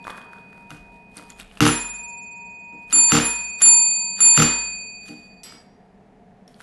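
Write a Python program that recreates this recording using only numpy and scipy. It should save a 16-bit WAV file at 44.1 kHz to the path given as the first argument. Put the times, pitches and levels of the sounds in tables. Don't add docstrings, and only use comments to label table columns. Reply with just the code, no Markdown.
import sys
import numpy as np
from scipy import signal
from scipy.fft import rfft, irfft, next_fast_len
from scipy.io import wavfile
from scipy.ndimage import uniform_filter1d

SR = 44100
rng = np.random.default_rng(int(sys.argv[2]) if len(sys.argv) > 2 else 0)


def output_pcm(signal):
    pcm = np.clip(np.atleast_2d(signal).T, -1, 1) * 32767
    wavfile.write(sys.argv[1], SR, np.round(pcm).astype(np.int16))


N = 291942
T = np.arange(N) / SR

# (frequency [Hz], level [dB])
AIR_COLOUR = [(13, -43), (22, -13), (79, -14), (135, -11), (190, 1), (324, -16), (435, -9), (552, -16),
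              (702, -9), (1130, -25), (1560, -27), (1740, -23), (3200, -37), (11200, -51), (12800, -67),
              (16600, -97), (22000, -120)]
# (time [s], level [dB])
AIR_CURVE = [(0, -50), (.8, -52), (2.5, -54), (6.62, -53)]
# (frequency [Hz], width [Hz], level [dB])
ROOM_HUMS = [(42, 10, -69), (118, 10, -70), (193, 5, -59), (250, 12, -66), (432, 15, -68), (710, 30, -68)]
# (frequency [Hz], level [dB])
ROOM_COLOUR = [(20, -36), (60, -16), (150, -10), (250, -6), (400, -10), (700, -15), (1300, -7), (1900, -10),
               (2800, -10), (5000, -15), (6500, -15), (8500, -23), (12300, -19), (20000, -40)]
# (frequency [Hz], t60 [s])
ROOM_DECAY = [(60, .45), (250, .45), (700, .65), (1500, .62), (3500, .52), (7000, .42), (12000, .3)]

# (loudest at [s], level [dB], 20 dB rise [s], 20 dB fall [s])
RUMBLE_SWELLS = [(.8, -49, .15, .3), (1.42, -51, .2, .4), (3.0, -48, .18, .3), (4.3, -51, .22, .3)]
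# (loudest at [s], level [dB], 20 dB rise [s], 20 dB fall [s])
NOISE_SWELLS = [(.106, -47, .08, .05), (.178, -52, .05, .09), (.37, -64, .12, .07), (.584, -66, .25, .3),
                (.706, -50, .012, .11), (.94, -67, .1, .2), (1.176, -45, .045, .11),
                (1.306, -45, .015, .025), (1.402, -44, .03, .05), (1.594, -52, .17, .005),
                (2.826, -70, .11, .08), (2.908, -45, .022, .03), (2.922, -35, .008, .003),
                (3.116, -21, .025, .003), (3.62, -26, .02, .015), (3.655, -38, .04, .08),
                (4.198, -38, .025, .08), (4.26, -39, .08, .06), (4.372, -26, .03, .003),
                (5.082, -50, .07, .11), (5.24, -68, .1, .25), (6.478, -63, .01, .4), (6.604, -54, .03, .08)]
# (frequency [Hz], level [dB])
NOISE_COLOUR = [(300, -20), (700, -8), (1300, -2), (1800, -1.5), (2350, -6), (3500, -5), (4650, -8),
                (5900, -13), (7600, -10), (9200, -8), (11800, -12), (14000, -30)]
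# (loudest at [s], level [dB], 20 dB rise [s], 20 dB fall [s])
HISS_SWELLS = [(3.265, -23, .07, .1), (3.44, -57, .1, .12)]
# (time [s], level [dB], pitch [Hz])
TONGUE_LICKS = [(0.0513, -31, 1460), (0.0697, -23, 1180), (0.0797, -23, 1130), (0.0974, -27, 1490),
                (0.1054, -26, 1020), (0.1456, -37, 1130), (0.181, -31, 1460), (0.2144, -41, 1310),
                (0.3331, -34, 1460), (0.5297, -40, 1500), (0.5796, -41, 1380)]
# (time [s], level [dB], pitch [Hz])
CLAW_TICKS = [(.043, -40, 3500), (.102, -32, 3400), (.216, -40, 3200), (.385, -50, 3400),
              (.7154, -31, 1500), (1.1697, -30, 8940), (1.18, -36, 4700), (1.1962, -34, 1300),
              (1.3024, -33, 6970), (1.32, -42, 3400), (1.3992, -31, 2700), (1.4, -34, 7800),
              (1.41, -33, 3700), (1.5135, -41, 2910), (1.5728, -32, 2740), (2.908, -32, 4300),
              (4.1924, -32, 1400), (5.085, -36, 4500), (5.4335, -35, 6000), (5.524, -41, 1800),
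              (6.4787, -42, 5500), (6.5435, -47, 4460), (6.6044, -35, 1490)]
TICK_CYCLES, TICK_MIN_T60_S, TICK_SPREAD_OCT = 13, .012, .5
# (time [s], level [dB])
CLINK_HIT = [(5.4335, -34)]
# (frequency [Hz], level [dB], t60 [s])
METAL_MODES = [(2256, -25, .3), (4807, -19.5, .65), (4883, -6, .11), (4960, -12, .12), (5545, -19, .3),
               (5642, -18, .3), (7585, -18, .2), (7854, -11, .22), (7892, -12, .25), (8382, -6, .08),
               (8839, -16, .25), (11010, -16, .22), (11300, -13, .1), (11590, -15, .14)]

# (frequency [Hz], level [dB], t60 [s])
WOOD_MODES = [(43, -27.5, 1.1), (80, -20, .3), (117, -10, .22), (155, -1.5, .19), (195, -12, .2),
              (236, -8, .36), (300, -2.5, .27), (366, -17, .35), (460, -12, .33), (495, -18, .3),
              (630, -23, .3), (797, -17, .28)]
PUSH_S, DEEP_HZ, SPOT_DB = .012, 200, 2.5
# (frequency [Hz], level [dB], t60 [s])
BASE_MODES = [(1330, 2.5, .018), (2800, .1, .015), (3700, -9, .012), (4700, -8, .012), (6100, -5, .012),
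              (8700, -11, .01), (11300, -14, .01), (12700, -5, .02)]
RATTLE_PER_S, RATTLE_S, RATTLE_DB = 150, .04, -8.5
# (time [s], crack [dB], wood [dB], room send [dB], deepest modes [dB])
PAW_STEPS = [(.7053, -33, -40, -25, 6), (1.165, -48, -42, -17, -6), (2.725, -58, -39, -17, -4),
             (5.0894, -45, -34, -17, -10), (5.5223, -45, -43, -18, -8)]
# (time [s], crack [dB], wood [dB], bounce after [s], second after [s])
BASE_SLAMS = [(1.6057, -8, -9, .0474, .0608), (3.1203, -9, -11, .0319, .0471),
              (4.376, -9.5, -11.5, .025, .045)]
# (time [s], crack [dB], wood [dB], springs back after [s])
PLUNGER_HITS = [(2.9262, -23, -31, .0332), (3.6172, -25, -34, .0414), (4.2044, -26, -36, .0394)]

# (time [s], damping [dB/s])
PAW_LEAN = [(0, .1), (2.88, .1), (2.93, 10), (4.0, 11), (4.5, 19), (5.0, 21), (5.4, 28), (5.44, 110),
            (6.62, 110)]
# (start [s], length [s], damping [dB/s])
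PAW_GRIPS = [(1.39, .24, 55), (3.11, .05, 30), (3.183, .016, 1300)]
PRESS_S, PRESS_DB_S = .05, 45
# (frequency [Hz], free t60 [s], share of paw damping, starting sign,
# share of twin balance, struck [dB], jolted [dB])
DOME_MODES = [(940.6, 15, 2.8, -1, .3, -31, -43), (943.8, 15, 2.8, 1, 0, -36, -51),
              (2484.8, 11, 1.1, 1, 0, -24, -33), (4584.3, 4.5, .55, -1, -1.8, -44, -59),
              (4598.2, 4.5, .95, 1, 0, -19, -55), (7196.3, 1.7, 1.1, -1, 1.1, -20, -27),
              (7217.9, 1.5, .8, 1, 0, -1.5, -26), (9230, .25, 1.1, 1, 0, -36, -50),
              (10163.8, .6, 2.1, 1, 0, -6, -18), (10800, .3, 2.1, 1, 0, -29, -50),
              (11620, .15, 1.1, 1, 0, -34, -50)]
# (time [s], level [dB], hardness [dB/octave], twin balance [dB], top modes [dB])
STRIKER_BLOWS = [(-.758, -16, -22, 0.1, .1), (2.928, -3, -.5, 1.5, .1), (3.619, -1.5, .4, 0.1, 1.5),
                 (4.205, .3, -1.2, -7, -1)]
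DOME_JOLTS = [(1.655, 0.1, 0.1, 0.1, .1), (3.2, 7.5, .1, -7, -30), (4.42, 7, -12, 0.1, .1)]
HARD_FROM_HZ, TOP_HZ, DOME_SILENT_S = 2500, 9000, 6
DIRECT_SHARE, BUILD_UP_S, STEP_SHARE, STEP_S = .5, .015, .35, .048

CEILING_DB, RELEASE_DB_S, ATTACK_S, STOPBAND_HZ = -1.5, 150, .003, 13350


def amp(db):
    return 10 ** (np.asarray(db) / 20)


def rms_one(x):
    return x / np.sqrt(np.mean(x ** 2) + 1e-20)


def at_hz(points, hz):
    freqs, values = np.transpose(points)
    return np.interp(np.log(hz), np.log(freqs), values)


def bandpass(x, edges_hz, order=2):
    return signal.sosfilt(signal.butter(order, edges_hz, "band", fs=SR, output="sos"), x)


def coloured(spectrum):
    size = next_fast_len(N)
    hz = np.maximum(np.arange(size // 2 + 1) * SR / size, 1)
    shaped = rfft(rng.standard_normal(size)) * amp(at_hz(spectrum, hz))
    return rms_one(irfft(shaped, size)[:N])


def swells(rows):
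    out = np.zeros(N)
    for s, db, rise, fall in rows:
        near = slice(max(int((s - 3 * rise) * SR), 0), int((s + 3 * fall) * SR))
        age = T[near] - s
        out[near] += amp(db - 20 * np.maximum(age / fall, -age / rise))
    return out


def clicks(times, db):
    out = np.full(N, 1e-18)
    np.add.at(out, np.minimum((np.asarray(times) * SR).astype(int), N - 1), amp(db))
    return out


def ring(x, hz, t60):
    r, w = 1000 ** (-1 / (t60 * SR)), 2 * np.pi * hz / SR
    return signal.lfilter([0, np.sin(w)], [1, -2 * r * np.cos(w), r * r], x)


def room_tone():
    out = amp(np.interp(T, *np.transpose(AIR_CURVE))) * coloured(AIR_COLOUR)
    for hz, width_hz, db in ROOM_HUMS:
        t60 = np.log(1000) / (np.pi * width_hz)
        out += amp(db) * rms_one(ring(rng.standard_normal(N), hz, t60))
    return out


def reflections(x):
    age, tail = T[:SR], np.zeros(SR)
    edges = 20 * 2 ** np.arange(0, 10, .5)
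    white = rng.standard_normal((2, SR))
    for k, (low, high) in enumerate(zip(edges, edges[1:])):
        hz = np.sqrt(low * high)
        band = amp(at_hz(ROOM_COLOUR, hz)) * bandpass(white[k % 2], [low, high])
        tail += band * 1000 ** (-age / at_hz(ROOM_DECAY, hz))
    tail *= 1 - np.exp(-age / .01)
    early_rms = np.sqrt(np.mean(tail[:SR // 10] ** 2))
    return signal.fftconvolve(x, tail / early_rms)[:N]


def rumble():
    return swells(RUMBLE_SWELLS) * rms_one(bandpass(rng.standard_normal(N), (26, 55)))


def scuffs_and_swells():
    grain_db = 4.5 * rms_one(uniform_filter1d(rng.standard_normal(N), size=60))
    return swells(NOISE_SWELLS) * rms_one(amp(grain_db) * coloured(NOISE_COLOUR))


def hiss():
    return swells(HISS_SWELLS) * rms_one(bandpass(rng.standard_normal(N), (9800, 10900), order=6))


def licks_and_ticks():
    out, length = np.zeros(N + SR), SR // 20
    impulse = signal.unit_impulse(length)
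    for s, db, hz in TONGUE_LICKS + CLAW_TICKS:
        side_hz = np.clip(hz * 2 ** (TICK_SPREAD_OCT * rng.standard_normal(3)), 500, 11500)
        modes = [(hz, 1)] + [(f, amp(-9)) for f in side_hz]
        tick = sum(gain * ring(impulse, f, max(TICK_CYCLES / f, TICK_MIN_T60_S)) for f, gain in modes)
        edge = amp(-22) * rng.standard_normal(length) * np.exp(-T[:length] / .004)
        start = int(s * SR)
        out[start:start + length] += amp(db) * (tick + edge)
    return out[:N]


def clink():
    s, db = CLINK_HIT[0]
    buzz = rng.standard_normal(SR) * np.exp(-T[:SR] / .009)
    buzz *= amp(db) / np.linalg.norm(buzz)
    ringing = sum(amp(mode_db) * ring(buzz + 1e-18, hz, t60) for hz, mode_db, t60 in METAL_MODES)
    out, start = np.zeros(N), int(s * SR)
    out[start:start + SR] = amp(15) * buzz + ringing
    return out


def knocks():
    rows = list(PAW_STEPS)
    for s, crack, wood, first, second in BASE_SLAMS:
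        rows += [(s, crack, wood, -15, 1.1),
                 (s + first, crack - 5, wood - 14, -18, 1.1),
                 (s + second, crack - 6, wood - 19, -18, 1.1)]
    for s, crack, wood, back in PLUNGER_HITS:
        rows += [(s, crack, wood, -19, -7),
                 (s + back, crack - 8, wood - 3, -17, -7)]
    return np.transpose(rows)


def rattle():
    s, crack_db = knocks()[:2]
    shake = signal.lfilter([1], [1, -np.exp(-1 / (RATTLE_S * SR))], clicks(s, crack_db + RATTLE_DB))
    contacts = shake * (rng.random(N) < RATTLE_PER_S / SR)
    return sum(amp(db) * ring(contacts * rng.standard_normal(N) + 1e-18, hz, t60)
               for hz, db, t60 in BASE_MODES)


def thumps():
    s, crack_db, wood_db, room_db, deep_db = knocks()
    hits = clicks(s, crack_db)
    out = sum((-1) ** k * amp(db) * ring(hits, hz, t60) for k, (hz, db, t60) in enumerate(BASE_MODES))
    slow = np.exp(-1 / (PUSH_S * SR))
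    spot_db = SPOT_DB * rng.standard_normal((len(s), len(WOOD_MODES)))
    for k, (hz, db, t60) in enumerate(WOOD_MODES):
        drive = clicks(s, wood_db + deep_db * (hz < DEEP_HZ) + spot_db[:, k])
        push = signal.lfilter([1 - slow], [1, -slow], drive)
        envelope = signal.lfilter([1], [1, -1000 ** (-1 / (t60 * SR))], push)
        out += amp(db) * envelope * np.sin(2 * np.pi * (hz * T + rng.random()))
    return out, clicks(s, crack_db + room_db) * rng.choice([-1, 1], N)


def plunger_ping():
    s, crack_db, _, back = np.transpose(PLUNGER_HITS)
    return ring(clicks(s + back, crack_db + 3.5), hz=10800, t60=.25)


def paw_damping():
    out = np.interp(T, *np.transpose(PAW_LEAN))
    landings = [(row[0] - PRESS_S, PRESS_S, PRESS_DB_S) for row in STRIKER_BLOWS]
    for s, length, db_s in PAW_GRIPS + landings:
        out += db_s * ((T > s) & (T < s + length))
    return out


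def bell():
    paw_db = np.cumsum(paw_damping()) / SR
    blows = [(row, False) for row in STRIKER_BLOWS] + [(row, True) for row in DOME_JOLTS]
    stops = [row[0] for row in STRIKER_BLOWS] + [DOME_JOLTS[0][0], DOME_SILENT_S]
    out = np.zeros(N)
    for (s, db, hard_db, twin_db, top_db), jolt in blows:
        start = max(int(s * SR), 0)
        stop = int(min(t for t in stops if t > s) * SR)
        age = T[start:stop] - s
        swell = 1 - (1 - DIRECT_SHARE) * np.exp(-age / BUILD_UP_S)
        swell *= 1 - STEP_SHARE / (1 + np.exp((np.minimum(age, 1) - STEP_S) / .006))
        for hz, t60, paw_share, sign, twin_share, struck_db, jolted_db in DOME_MODES:
            start_db = db + (jolted_db if jolt else struck_db)
            start_db += twin_db * twin_share + top_db * (hz > TOP_HZ)
            start_db += hard_db * max(np.log2(hz / HARD_FROM_HZ), 0)
            loss_db = 60 * age / t60 + paw_share * (paw_db[start:stop] - paw_db[start])
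            out[start:stop] += sign * swell * amp(start_db - loss_db) * np.sin(2 * np.pi * hz * age)
    return out


def scene():
    wood, room_send = thumps()
    ticks = licks_and_ticks()
    metal = clink()
    room = reflections(room_send + amp(-48) * ticks + amp(-33) * metal)
    close = wood + rattle() + ticks + scuffs_and_swells() + hiss() + rumble()
    mono = room_tone() + room + close + metal + plunger_ping() + bell()
    return np.array([mono, mono])


def record(dry):
    over_db = np.maximum(20 * np.log10(np.abs(dry[0]) + 1e-9) - CEILING_DB, 0)
    release_db = RELEASE_DB_S * T
    held_db = np.maximum.accumulate(over_db + release_db) - release_db
    attack = np.exp(-1 / (ATTACK_S * SR))
    limited = dry * amp(-signal.lfilter([1 - attack], [1, -attack], held_db))
    treble_cut = signal.cheby2(14, 80, STOPBAND_HZ, fs=SR, output="sos")
    return signal.sosfilt(treble_cut, np.clip(limited, -.9, .9))


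dry = scene()
out = record(dry)
output_pcm(out)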